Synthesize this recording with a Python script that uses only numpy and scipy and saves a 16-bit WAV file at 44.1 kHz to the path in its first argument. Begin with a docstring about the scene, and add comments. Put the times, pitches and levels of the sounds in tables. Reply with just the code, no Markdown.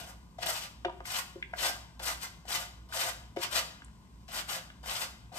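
"""A carrot is pushed in quick strokes over a sheet-metal box grater in a home kitchen, close to a phone.
The rasp is a dense rain of random fibre snaps, heard bare and through the ringing modes of the grater's panels.
Carrot and grater knock as strokes are set up: swelling bursts of the same modes, each with a crack of noise.
An appliance hums (noise in narrow resonances) and an extractor hisses softly behind (coloured noise).
The room adds a short noise tail, and the phone's two ports hear partly shared sound."""
import sys
import numpy as np
from scipy import signal
from scipy.fft import rfft, irfft, next_fast_len
from scipy.io import wavfile

SR = 44100
rng = np.random.default_rng(int(sys.argv[2]) if len(sys.argv) > 2 else 0)


def waveform_to_disk(signal):
    """Save audio, clipped to [-1, 1], as 16-bit WAV at the path in sys.argv[1]."""
    frames = np.transpose(np.atleast_2d(signal))
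    scaled = np.clip(frames, -1, 1) * 32767
    samples = np.round(scaled).astype(np.int16)
    wavfile.write(sys.argv[1], SR, samples)


N = 237670   # length in samples

# Modes of the grater's panels, rung by rasp and knocks alike.
# Each row: frequency in Hz, relative level in dB, longest ring time in seconds per 60 dB.
PANEL_MODES = [(348.3, -4.5, 0.18), (385, -7, 0.11), (543, -6.5, 0.2), (664, 5, 0.017), (716, 2, 0.048),
               (757, -7, 0.032), (947, 1, 0.064), (961, -25.5, 0.087), (1214, 0, 0.061), (1460, 2, 0.1),
               (1570, 4, 0.067), (1690, -1, 0.051), (1910, -13.5, 0.099), (2064, 5, 0.026),
               (2593, -9, 0.12), (3066, 0.5, 0.075), (3470, -3.5, 0.047), (3900, -8, 0.018),
               (5240, -12, 0.075), (7900, -32, 0.09), (8420, -26.5, 0.09)]


def rasp():
    """Fibres snap at random, alike in size and of either sign; each is heard bare and through the panel modes."""
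    # Colour of the tearing fibres. Each row: frequency in Hz, relative gain in dB.
    tear_spectrum = [(200, -138), (450, -32), (800, 5), (1500, 5.5), (3000, 8), (5000, 7), (7000, 0.5),
                     (9000, 1), (12000, -3.5), (15500, -10)]
    # Bands of the rasp whose loudness wanders independently. Each row: low edge in Hz, high edge in Hz.
    patch_bands = [(450, 1830), (1100, 7100), (2200, 4300)]
    snaps_per_s = 14000
    pressed_hz = 519   # while the carrot presses on the sheet, modes below this are held back

    rasp_db, pressure_db, fizz_db = strokes()
    signs = rng.choice([-1, 1], N)
    snaps = rms_one(signs * (rng.random(N) < snaps_per_s / SR))
    snaps = snaps * from_db(rasp_db + 1.55 * drift(47))   # rows of teeth bite unevenly
    bare = coloured(snaps, tear_spectrum)
    treble = filtered(bare, 2, 6000, "high")

    panels = 0
    for hz, level_db, t60 in PANEL_MODES:
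        t60 = gripped(hz, t60)
        wander_db = 4 * np.clip(drift(14), -2, 1.5)   # the contact wanders over the panels
        push_db = pressure_db * min(900 / hz, 1)   # pressure acts most on the low modes
        drive = from_db(level_db - 7 + wander_db + push_db)
        # longer rings gather more snaps, so they are scaled down
        panels = panels + ring(snaps * drive, hz, t60) / np.sqrt(t60 * SR / 28)
    panels = filtered(panels, 2, pressed_hz, "high")

    patchy = 0
    for band_hz in patch_bands:
        patch = filtered(bare, 1, band_hz, "band")
        patchy = patchy + patch * (from_db(2.22 * drift(34.7)) - 1)
    fizz = treble * (from_db(fizz_db) - 1)
    return bare + patchy + fizz + panels * 0.27


def strokes():
    """Touch, bite, push, follow-through, lift and trail of every stroke: level, pressure and fizz in dB."""
    # Each row: moment the teeth bite in seconds, length of the light touch before it in ms (landing and
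    # bite set the minimum), level of the touch in dB, level at the bite in dB, push in ms, level after the
    # push in dB, follow-through in ms, level at lift-off in dB, pressure in dB (drive of the low panel
    # modes), wet fizz of the treble in dB. Levels are those of the bare snaps before colouring.
    stroke_table = [(0.001, 5, -57, -44, 58, -56.5, 38, -49.5, 3, 2.5),
                    (0.414, 33.5, -56.5, -47, 14, -42, 4.4, -42, -0.5, -1.5),
                    (.462, 5, -75, -40, 42, -34.5, 4.9, -39, -2, 7.5),
                    (0.528, 5.5, -62, -41, 103, -48, 8.3, -43.5, -5.5, 3.5),
                    (1.056, 5, -78, -45.5, 135, -33, 19, -46, -9, 3),
                    (1.571, 43, -62.5, -50.5, 44, -36, 72, -32, -2, 3),
                    (2.031, 39.6, -50, -42.5, 46.7, -32.5, 42, -39, -4, 3.5),
                    (2.213, 5, -64, -50, 21, -37, 11.5, -41, -7, 2),
                    (2.489, 39, -57.5, -38.5, 69, -34, 69, -44, -4.5, 3),
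                    (2.925, 40, -61, -49.5, 23, -37, 143, -36.5, -3, 4),
                    (3.413, 54, -53, -46, 21.6, -34, 9.2, -39, -4, 2),
                    (3.514, 5, -71, -44.5, 42, -31, 34.6, -32.5, -1.5, 3),
                    (4.327, 49.8, -53.5, -42.5, 44.5, -37.5, 24, -40.5, -4.5, 3.5),
                    (4.486, 5.4, -62, -42.5, 25.7, -35, 55, -42, -2, 3.5),
                    (4.862, 35.4, -56, -43, 34, -40, 140, -37.5, -5.5, 3),
                    (5.347, 26, -59, -50.5, 27, -42.5, 30, -44, 1.5, 3)]
    land_ms, bite_ms = 3.4, 14.7   # the touch starts, the teeth take hold
    lift_ms, lift_db = 44, -20   # the carrot lifts off
    trail_ms, trail_db = 107, -29.5   # shreds trail behind, then die out in the same time again
    touch_pressure_db, touch_fizz_db = 10.5, -5   # a light touch is duller
    handling_db, handling_pressure_db = -75.5, 5.5   # the held grater rustles faintly between strokes

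    now_ms = np.arange(N) * 1000 / SR
    gain = np.full(N, from_db(handling_db))
    pressure, fizz = gain * handling_pressure_db, gain * 0
    for (s, touch_ms, touch_db, bite_db, push_ms, push_db,
         follow_ms, lift_off_db, pressure_db, fizz_db) in stroke_table:
        hold_ms = max(touch_ms - bite_ms - land_ms, 0)
        steps = np.array([0, land_ms, hold_ms, bite_ms, push_ms, follow_ms, lift_ms, trail_ms, trail_ms])
        times = s * 1000 - steps[:4].sum() + np.cumsum(steps)
        lifted_db = lift_off_db + lift_db
        levels = [-120, touch_db, touch_db, bite_db, push_db, lift_off_db, lifted_db, lifted_db + trail_db, -120]
        one = from_db(np.interp(now_ms, times, levels))
        touching = np.interp(now_ms, times[2:4], [1, 0])
        gain = gain + one
        pressure = pressure + one * (pressure_db + touching * touch_pressure_db)
        fizz = fizz + one * (fizz_db + touching * touch_fizz_db)
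    # pressure and fizz are averages weighted by gain, so louder strokes count more
    return 20 * np.log10(gain), pressure / gain, fizz / gain


def knocks():
    """A soft contact swells the modes near its pitch region; a short crack of noise comes with it."""
    # Each row: start in seconds, level in dB, pitch region struck in Hz, spread in octaves (at least 0.1),
    # contact rise in ms, relative level of the crack in dB.
    knock_table = [(.385, -31, 703, 0.16, 3.1, -6), (.422, -41.5, 1490, 0.52, 2.2, -2),
                   (.431, -37, 1600, 0.38, 1.3, 5), (.469, -30, 3100, 0.28, 0.91, 11),
                   (.488, -34, 744, 0.21, 3.3, -10), (.553, -37, 2930, .12, 3, -10),
                   (.847, -14.5, 790, 0.12, 2.35, -5), (.851, -23.5, 394, 0.65, 3.5, -1.5),
                   (.88, -33, 820, 0.42, 2.9, -12), (.894, -31, 875, 0.42, 4, 1),
                   (1.003, -40.5, 724, 0.67, 1.25, -1), (1.053, -37, 2250, 0.46, 1.2, 5),
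                   (1.354, -31, 418.9, 0.35, 7.2, -20), (1.425, -22, 2020, 0.19, 2, -1),
                   (1.534, -28, 782, 0.15, 1.9, -13), (1.536, -30.5, 1740, 0.31, 1.1, -10),
                   (1.997, -47, 637, 0.55, 2.1, 16), (2.452, -47, 690, 0.098, 1.5, 1),
                   (2.892, -59, 1170, 0.77, 1.4, 0), (2.923, -38, 1570, 0.27, 1.5, -4),
                   (3.363, -38.5, 540, 0.49, 1.4, -7), (3.368, -25, 434, 0.52, 2.5, -2),
                   (3.819, -48, 1573, 0.54, 1.4, 4), (3.845, -43, 7040, 0.26, 1.9, 3),
                   (3.881, -59, 1800, 0.77, 1.3, 6), (4.288, -51, 700, 0.43, 2, 8),
                   (4.701, -44, 2350, 0.6, 1.1, 4), (4.837, -50.5, 992, 0.97, 1.25, 0),
                   (4.86, -47.5, 980, 0.25, 1.5, 8), (5.317, -36.5, 700, .15, 3.3, -7)]
    free_below_hz, damping_slope = 450, .4   # the hand leaves higher knocks less of their ring time
    crack_top_hz, crack_t60_s = 3320, .02   # a carrot is too soft to excite more, unless struck high up

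    hz, level_db, t60 = np.array(PANEL_MODES).T[:, :, None]
    age, out = np.arange(4096) / SR, np.zeros(N + 4096)
    for s, knock_db, region_hz, spread, rise_ms, crack_db in knock_table:
        turn, luck = rng.random((2, len(PANEL_MODES), 1))   # start phase and level of each mode
        near = np.exp(-.5 * (np.log2(hz / region_hz) / max(spread, .1)) ** 2)
        damping = np.clip((free_below_hz / region_hz) ** damping_slope, .1, 1)
        decay = fade(age, gripped(hz, t60) * damping)
        sines = np.sin(2 * np.pi * (hz * age + turn))
        modes = from_db(level_db + 2.5 * luck) * near * decay * sines
        crack_band = [region_hz, max(crack_top_hz, region_hz * 1.4)]
        hiss = filtered(rng.standard_normal(4096), 3, crack_band, "band")
        crack = from_db(crack_db) * hiss * fade(age, crack_t60_s)
        swell = 1 - np.exp(-(age * 1000 / rise_ms) ** 2)
        at = round(s * SR)
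        out[at:at + 4096] += from_db(knock_db) * swell * (modes.sum(axis=0) + crack * 3)
    return out[:N]


def gripped(hz, t60):
    """Ring time of a mode on the held grater: the gripping hand allows at most 0.1 s and 70 cycles."""
    return np.minimum(t60, np.minimum(.1, 70 / hz))


def kitchen(torn, struck):
    """One pick-up gets the direct sound, the other a scattered copy; both get a noise tail dying band by band."""
    # Decay of the room. Each row: frequency in Hz, time to fall by 60 dB in seconds.
    room_decay = [(300, 0.62), (1500, 0.57), (6000, 0.5), (12000, 0.36)]
    # Lags of the all-pass chain that makes the second pick-up less like the first. Each entry: lag in ms.
    scatter_lags = [1.3, 2.9, 4.7, 7.9]
    room_db = -10
    knock_echo_db = -2.5   # the damped knocks send less into the room than the rasp
    # share of a knock's power that reaches the second pick-up unscattered, and its delay
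    knock_crisp, knock_lag_s = .75, .00018

    age, tail = np.arange(SR // 2) / SR, 0
    edges = 120 * 2.0 ** np.arange(8)   # octave bands from 120 Hz
    for low, high in zip(edges, edges[1:]):
        band = filtered(rng.standard_normal((2, len(age))), 2, [low, high], "band")
        tail = tail + band * fade(age, at_hz(room_decay, np.sqrt(low * high)))
    tail = tail * np.minimum(age / 0.0013, 1)   # the tail builds up over 1.3 ms
    response = from_db(room_db) * tail / np.linalg.norm(tail, axis=1, keepdims=True)

    scatter = signal.unit_impulse(len(age))
    for lag_ms in scatter_lags:   # all-passes smear the sound without colouring it
        loop = signal.unit_impulse(round(lag_ms * SR / 1000) + 1)
        loop[-1] = 0.55
        scatter = signal.lfilter(loop[::-1], loop, scatter)

    near = torn + struck
    smeared = signal.fftconvolve(torn + np.sqrt(1 - knock_crisp) * struck, scatter)[:N]
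    crisp = np.sqrt(knock_crisp) * np.roll(struck, round(knock_lag_s * SR))
    direct = np.array([near, smeared + crisp])
    echoed = torn + from_db(knock_echo_db) * struck
    return direct + signal.fftconvolve(echoed[None], response, axes=1)[:, :N]


def background():
    """Soft hiss and rumble as coloured noise, with the appliance's hum as noise in narrow resonances."""
    # Colour of hiss and rumble. Each row: frequency in Hz, relative gain in dB.
    hiss_spectrum = [(22, -74), (38, -16), (59, 2.5), (88, -25.5), (200, -17), (270, -20.5), (700, -39),
                     (1000, -22.5), (1300, -39.5), (5000, -43.5), (9000, -45.5), (15500, -57)]
    # Resonances of the hum. Each row: frequency in Hz, width in Hz, rms level ahead of the ports in dB.
    hum_bands = [(60.4, 5.2, -60), (112, 12.4, -60.5), (168.8, 27, -61.5), (211.3, 23, -68),
                 (1054, 24, -74)]

    sound = from_db(-55) * rms_one(coloured(rng.standard_normal((2, N)), hiss_spectrum))
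    for hz, width_hz, level_db in hum_bands:
        t60 = np.log(1000) / np.pi / width_hz   # a narrow resonance rings long
        hum = ring(rng.standard_normal((2, N)), hz, t60)
        sound = sound + from_db(level_db) * rms_one(hum)
    return sound


def from_db(db):
    """Gain of a level."""
    return 10 ** (np.asarray(db) / 20)


def rms_one(x):
    """Scale to rms 1."""
    return x / np.sqrt(np.mean(x ** 2) + 1e-20)


def at_hz(points, hz, column=1):
    """Read a table along log frequency."""
    points = np.array(points)
    return np.interp(np.log(np.maximum(hz, 1)), np.log(points[:, 0]), points[:, column])


def filtered(x, order, hz, kind):
    """Butterworth filter."""
    return signal.sosfilt(signal.butter(order, hz, kind, fs=SR, output="sos"), x)


def coloured(x, spectrum):
    """Give a signal a spectrum; beyond the table's ends the gain stays flat."""
    size = next_fast_len(x.shape[-1])
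    gain = from_db(at_hz(spectrum, np.fft.rfftfreq(size, 1 / SR)))
    return irfft(rfft(x, size) * gain, size)[..., :x.shape[-1]]


def drift(rate):
    """Slow chance with spread 1: noise through two equal one-pole low-passes at the rate in Hz."""
    r = np.exp(-2 * np.pi * rate / SR)
    slow = signal.lfilter([1], [1, -2 * r, r * r], rng.standard_normal(N + SR))[SR:]   # settled after 1 s
    return rms_one(slow)


def fade(age, t60):
    """Falls by 60 dB in t60."""
    return from_db(-60 * age / t60)


def ring(clicks, hz, t60):
    """Two-pole resonator: a unit click sets a dying sine of height 1 ringing."""
    r, w = fade(1 / SR, t60), 2 * np.pi * hz / SR
    return signal.lfilter([0, np.sin(w)], [1, -2 * r * np.cos(w), r * r], clicks + 1e-18)


def scene():
    """Two pick-ups of the same kitchen."""
    return kitchen(rasp(), knocks()) + background()


def record(dry):
    """The right port shares part of the left one's sound, turned in phase by the phone's body; the top is cut."""
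    # The two ports. Each row: frequency in Hz, share of the left port's sound in the right one (0 to 1,
    # held to at most 0.995), gain of left over right in dB.
    port_table = [(38.6, 0.99, -2.5), (128, .94, 2), (280, 0.83, 3), (620, 0.33, 6), (1330, 0.67, 0.5),
                  (2580, 0.044, 3), (4700, 0.7, 3.5), (6100, 0.057, 4.5), (8440, 1, 1)]
    # Phase around the phone's body. Each row: frequency in Hz, lead of the left port in radians.
    lead_table = [(40, 0), (300, .3), (700, -.4), (1400, 2.2), (2300, 2.5), (4400, 2.2), (6400, 1.9),
                  (7500, 0)]
    in_step_hz, treble_lag_s = 7900, .000198   # above the first, only the path between the ports counts

    size = next_fast_len(N + 4096)
    hz = np.fft.rfftfreq(size, 1 / SR)
    share = np.clip(at_hz(port_table, hz), 0, .995)
    balance_db = at_hz(port_table, hz, column=2)
    lead = at_hz(lead_table, hz) + 2 * np.pi * np.maximum(hz - in_step_hz, 0) * treble_lag_s
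    left, own = rfft(dry, size)
    right = share * np.exp(-1j * lead) * left + np.sqrt(1 - share ** 2) * own
    spectra = np.array([left * from_db(balance_db / 2), right * from_db(-balance_db / 2)])
    ports = irfft(spectra, size)[:, :N]
    ports = filtered(ports, 3, 42, "high")   # rumble filter
    return signal.sosfilt(signal.ellip(14, .5, 90, 15600, fs=SR, output="sos"), ports)   # steep treble cut


dry = scene()
out = record(dry)
waveform_to_disk(out)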